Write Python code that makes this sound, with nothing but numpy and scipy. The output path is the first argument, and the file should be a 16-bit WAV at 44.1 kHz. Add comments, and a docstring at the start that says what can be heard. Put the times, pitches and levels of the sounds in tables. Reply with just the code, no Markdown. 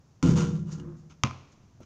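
"""A backboard booms and its loose fittings rattle as a basketball hits a driveway hoop.
The ball brushes through the net, tugging the rim into a shudder, and bounces once on the
concrete: a slap, a thump of its shell and a ping of the air inside, echoed by the houses.
The player's shoes scuff and step over a quiet outdoor background."""
import sys
import numpy as np
from scipy import signal
from scipy.fft import rfft, irfft
from scipy.io import wavfile

SR = 44100
rng = np.random.default_rng(int(sys.argv[2]) if len(sys.argv) > 2 else 0)


def transcribe(signal):
    """Save signal, clipped to [-1, 1], as a 16-bit WAV file at the path in sys.argv[1]."""
    frames = np.atleast_2d(signal).T
    limited = np.clip(frames, -1, 1)
    pcm = np.round(limited * 32767).astype(np.int16)
    wavfile.write(sys.argv[1], SR, pcm)


N = 81585
T = np.arange(N) / SR


def amp(db):
    """Decibels to gain."""
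    return 10 ** (np.asarray(db) / 20)


def unit_rms(x):
    """Scale to an rms of one."""
    return x / np.sqrt(np.mean(x ** 2) + 1e-20)


def lookup(points, hz):
    """Interpolate a table over log frequency."""
    table_hz, value = np.transpose(points)
    return np.interp(np.log(hz + 1), np.log(table_hz), value)


def convolve(x, y):
    """Convolution cut to scene length."""
    return signal.fftconvolve(x, y)[:N]


def colour(spectrum, size=4096):
    """Minimum-phase, unit-energy impulse response with the given spectral shape."""
    log_gain = np.log(amp(lookup(spectrum, abs(np.fft.fftfreq(size, 1 / SR)))))
    response = np.fft.ifft(np.exp(np.conj(signal.hilbert(log_gain)))).real[:size // 2]
    return response / np.linalg.norm(response)


def click(at_s):
    """Band-limited unit impulse."""
    offset = (T - at_s) * SR
    return np.sinc(offset) * np.exp(-(offset / 10) ** 2)


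def envelope(start_s, db, rise_s, hold_s, t60_s):
    """Linear rise, hold, exponential release."""
    release_s = np.maximum(T - start_s - rise_s - hold_s, 0)
    return np.clip((T - start_s) / rise_s, 0, 1) * amp(db - 60 * release_s / t60_s)


def ring(modes):
    """Impulse response of damped modes."""
    return sum(envelope(0, db, 1 / SR, 0, t60) * np.sin(2 * np.pi * hz * T) for hz, db, t60 in modes)


def grains(per_s, spread_db):
    """Random tiny collisions of uneven size, unit rms."""
    size = amp(spread_db * np.minimum(rng.exponential(1, N), 4))
    return unit_rms(size * rng.choice([-1, 1], N) * (rng.random(N) < per_s / SR))


# outdoor air (frequency [Hz], relative density [dB])
AIR_SPECTRUM = [(20, -7.5), (55, -13), (85, 4), (160, -3), (260, -10), (450, -18.5), (1000, -22.5),
                (2200, -32.5), (4000, -35), (6200, -28), (7200, -33.5), (8200, -49.5), (15000, -52)]


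def background(level_db=-59):
    """Distant rumble and faint hiss."""
    gain = amp(lookup(AIR_SPECTRUM, np.fft.rfftfreq(N, 1 / SR)))
    return amp(level_db) * unit_rms(irfft(rfft(rng.standard_normal(N)) * gain, N))


# sole scrapes (time [s], level [dB], rise [s], hold [s], t60 [s])
SCUFFS = [(1.096, -54, 0.0046, 0.016, 0.13), (1.803, -62, .002, 0.024, 0.16),
          (1.83, -56, 0.0017, 0.0023, 0.043)]
# grit underfoot (frequency [Hz], relative density [dB])
GRIT_SPECTRUM = [(200, 6.5), (700, -10.5), (1350, 1), (1800, -16.5), (2300, -7), (4500, -15), (6300, -6),
                 (8000, -30), (15000, -63)]
# footfall (frequency [Hz], relative density [dB])
SOLE_SPECTRUM = [(30, -10), (90, 2.5), (280, 3.5), (500, -1.5), (900, -16), (3000, -46.5)]


def shoes():
    """Soles scrape on grit; one lands with a dull pat."""
    scrape = grains(per_s=3000, spread_db=2.5) * sum(envelope(*row) for row in SCUFFS)
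    pat = rng.standard_normal(N) * envelope(start_s=1.804, db=-42, rise_s=1 / SR, hold_s=0, t60_s=0.085)
    return convolve(scrape, colour(GRIT_SPECTRUM)) + convolve(pat, colour(SOLE_SPECTRUM))


# cord rubs (time [s], level [dB], rise [s], hold [s], t60 [s])
SWISHES = [(.708, -49.5, 0.012, 0.013, 0.12), (0.956, -70.5, 0.02, 0.019, .2),
           (1.515, -66, .004, .008, 0.13)]
# cord friction (frequency [Hz], relative density [dB])
CORD_SPECTRUM = [(500, 2), (2000, -5), (3500, -7), (5500, 2.5), (7000, 4.5), (8000, -15.5), (10000, -26.5),
                 (15000, -45)]


def net():
    """The ball brushes the cords, which then swing."""
    friction = grains(per_s=12000, spread_db=1.5) * sum(envelope(*row) for row in SWISHES)
    return convolve(friction, colour(CORD_SPECTRUM))


# net releasing the ball (time [s], rise [s], hold [s], t60 [s])
TUG = (.75, .035, .11, .6)
# rim hum (frequency [Hz], relative level [dB], t60 [s])
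HUM_MODES = [(84, -2.5, .3), (233, 0, 0.37), (284, -5.5, 0.34), (344.8, -1.5, 0.49), (475.3, -8, 0.2)]
# rim clatter (frequency [Hz], relative density [dB])
CLATTER_SPECTRUM = [(200, 1), (500, 2), (700, -4.5), (1050, 1.5), (1450, -2), (1900, -15.5), (4000, -30.5),
                    (7000, -30.5), (9000, -40.5)]


def rim_shudder(level_db=-45.5, clatter_db=-14.5):
    """Tugged by the net, the rim hums and clatters faintly."""
    shake = grains(per_s=1500, spread_db=2.0)
    hum = unit_rms(convolve(shake, ring(HUM_MODES)))
    clatter = amp(clatter_db) * convolve(shake, colour(CLATTER_SPECTRUM))
    start_s, rise_s, hold_s, t60_s = TUG
    return envelope(start_s, level_db, rise_s, hold_s, t60_s) * (hum + clatter)


# fittings shaking (time [s], level [dB], rise [s], hold [s], t60 [s])
RATTLES = [(.227, -39.5, .001, 0.084, 0.3), (0.355, -37.5, 0.017, 0.036, 0.41),
           (0.531, -64, .02, 0.025, 0.32), (0.654, -60, 0.036, 0.11, 0.2)]
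# sharp metal knocks (time [s], level [dB])
CLANKS = [(.2275, -24.5), (.2372, -33), (0.285, -32), (.358, -37.5), (0.555, -46.5), (0.799, -44.5)]
# fitting chatter (frequency [Hz], relative density [dB])
CHATTER_SPECTRUM = [(300, 3.5), (700, -1.5), (1050, 4.5), (1400, 3), (1750, -6.5), (2400, -5.5), (3000, -7),
                    (4100, -8), (5500, -6), (6800, -3), (8000, -19), (10500, -37), (15000, -55)]
# rim steel (frequency [Hz], gain [dB], t60 [s])
STEEL_MODES = [(356.3, -27, 0.25), (477.8, -28.5, .25), (1022, -34.5, 0.058), (1391, -33, .09),
               (2867, -39.5, .06), (3040, -43, .04), (3580, -45, 0.056), (5760, -39.5, 0.039),
               (6590, -60.5, .04)]


def fittings(clank_t60_s=0.011):
    """Loose steel parts knock and chatter, ringing the rim."""
    drive = grains(per_s=6000, spread_db=3) * sum(envelope(*row) for row in RATTLES)
    drive += rng.standard_normal(N) * sum(envelope(s, db, 1 / SR, 0, clank_t60_s) for s, db in CLANKS)
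    return convolve(drive, colour(CHATTER_SPECTRUM)) + convolve(drive, ring(STEEL_MODES))


# nearby walls (delay [s], level [dB])
WALL_ECHOES = [(.009, -15.5), (0.0111, -7.5), (.018, -17), (0.025, -15.5), (.035, -12.5)]
# reflected sound (frequency [Hz], relative density [dB])
WALL_SPECTRUM = [(60, -2.5), (130, 0.5), (260, 7), (450, -2), (750, -2.5), (1150, 0.5), (1750, -11.5),
                 (2400, -5), (3300, -11.5), (4300, -14.5), (6600, -14), (8000, -38.5), (10500, -48),
                 (15000, -50)]


def reflections(bounce_s, wall_t60_s=0.026):
    """Walls scatter the bounce; the driveway adds a short tail, the street a faint long one."""
    walls = [(delay_s, db, wall_t60_s) for delay_s, db in WALL_ECHOES]
    driveway, street = (0.006, -7, 0.38), (0.02, -12.5, 0.97)
    scatter = np.zeros(N)
    for delay_s, db, t60_s in walls + [driveway, street]:
        tail = grains(per_s=9000, spread_db=0.5) * envelope(bounce_s + delay_s, 0, 0.0011, 0, t60_s)
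        scatter += amp(db) * tail / np.linalg.norm(tail)
    return convolve(scatter, colour(WALL_SPECTRUM))


# first contact (frequency [Hz], relative density [dB])
CRACK_SPECTRUM = [(200, -26), (1000, -12.5), (1750, -12.5), (2350, 1.5), (2870, -4), (3400, -2.5),
                  (4100, -14.5), (4700, -14.5), (5900, -0.5), (7000, -9.5), (8000, -27.5), (10500, -41.5),
                  (15000, -50)]
# ball flattening (frequency [Hz], relative density [dB])
SLAP_SPECTRUM = [(100, -18.5), (300, -10.5), (570, -6.5), (960, -0.5), (1250, 7.5), (1450, -4),
                 (1750, -20.5), (2300, -6.5), (3000, -17.5), (6500, -25.5), (8000, -41), (15000, -63.5)]
# air inside the ball (frequency [Hz], gain [dB], t60 [s])
CAVITY_MODES = [(1034, -35, .28), (1244, -44, .28), (1427, -46.5, .2), (2084, -45, .22), (2347, -47.5, .18)]
# ball shell (frequency [Hz], gain [dB], t60 [s])
SHELL_MODES = [(119, -16.5, .1), (130.8, -28.5, .4), (90.4, -33.5, 0.51), (227, -23, 0.11)]


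def bounce(at_s=1.236, crack_db=1, slap_db=1.5, shell_swell_s=0.0043, echo_s=0.0738, echo_db=-16.5):
    """The ball slaps concrete, its shell thumps, the air inside pings; a house returns the slap."""
    grit = rng.choice([-1, 1], N) * envelope(at_s, db=-25, rise_s=0.00035, hold_s=0.0011, t60_s=0.011)
    crack = convolve(amp(crack_db) * click(at_s) + grit, colour(CRACK_SPECTRUM))
    flatten = click(at_s + 0.0008)
    slap = amp(slap_db) * convolve(flatten, colour(SLAP_SPECTRUM))
    ping = convolve(flatten, ring(CAVITY_MODES))
    shell = ring(SHELL_MODES) * np.minimum(T / shell_swell_s, 1)
    thump = convolve(click(at_s + 0.00067), shell)
    echo = amp(echo_db) * convolve(slap + ping + amp(-19) * crack, click(echo_s))
    return crack + slap + ping + thump + echo + reflections(at_s)


# dense panel modes (frequency [Hz], relative density [dB])
FLEX_SPECTRUM = [(20, -8.5), (45, -8.5), (70, -15.5), (150, -2.5), (350, -3.5), (490, -13.5), (600, -17),
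                 (900, -33.5), (2000, -75)]
# their decay (frequency [Hz], t60 [s])
FLEX_DECAY = [(30, 1), (150, 1.0), (300, 1.0), (500, 0.89), (1000, .9)]


def panel_flex(start_s, level_db=-24, rise_s=0.034):
    """The struck panel flexes in dense modes: a decaying wash of low noise."""
    wash = unit_rms(convolve(rng.standard_normal(N), colour(FLEX_SPECTRUM)))
    hz, frame_s, spectra = signal.stft(wash, SR, nperseg=2048)
    age_s = np.maximum(frame_s - start_s, 0)
    decay = amp(-60 * age_s / lookup(FLEX_DECAY, hz)[:, None])
    flex = signal.istft(spectra * decay, SR)[1][:N]
    return amp(level_db) * flex * np.clip((T - start_s) / rise_s, 0, 1)


# ball on the hoop (time [s], level [dB], contact [s])
BLOWS = [(0.2303, 1, 0.0017), (.362, -20, .002)]
# backboard, rim and pole (frequency [Hz], gain [dB], swell [s], t60 [s])
BOARD_MODES = [(45, -37, 0.019, 0.39), (85.2, -36, 0.025, 1.8), (92.8, -26, 0.0021, 1),
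               (121, -36.5, .05, 2.2), (134.2, -21, 0.081, 0.49), (153.3, -24, 0.067, 1.95),
               (159.2, -31.5, 0.12, 1.7), (168.8, -17, 0.0053, 1.314), (199.1, -25, 0.11, 1.326),
               (218, -29, .004, .7), (264.2, -14.5, 0.0017, 0.37), (296.8, -33, 0.0085, .7),
               (346, -33, 0.041, 1.2), (358.3, -30.5, 0.037, 0.38), (456, -36.5, 0.0063, 0.43),
               (478, -40, 0.17, 0.29), (485, -29.5, .01, 0.76)]


def backboard(fade_from_s=0.96, fade_db_per_s=25):
    """Each blow rings the main modes, which swell in turn; the last ringing dies away faster."""
    push = np.zeros(N)
    for at_s, db, contact_s in BLOWS:
        pulse = np.sin(np.pi * np.clip((T - at_s) / contact_s, 0, 1))
        push += amp(db) * pulse / pulse.sum()
    modes = sum(envelope(0, db, swell_s, 0, t60_s) * np.sin(2 * np.pi * hz * T)
                for hz, db, swell_s, t60_s in BOARD_MODES)
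    fade = amp(-fade_db_per_s * np.maximum(T - fade_from_s, 0))
    return fade * convolve(push, modes) + panel_flex(start_s=BLOWS[0][0])


def scene():
    """Hoop, net, player and ball in the open air, mono."""
    return (backboard() + fittings() + rim_shudder() + net() + shoes() + bounce() + background())[None]


def record(dry):
    """Low-pass at 15.7 kHz."""
    lowpass = signal.firwin(511, 15700, window=("kaiser", 9), fs=SR)
    return signal.oaconvolve(dry, lowpass[None], "same")


dry = scene()
out = record(dry)
transcribe(out)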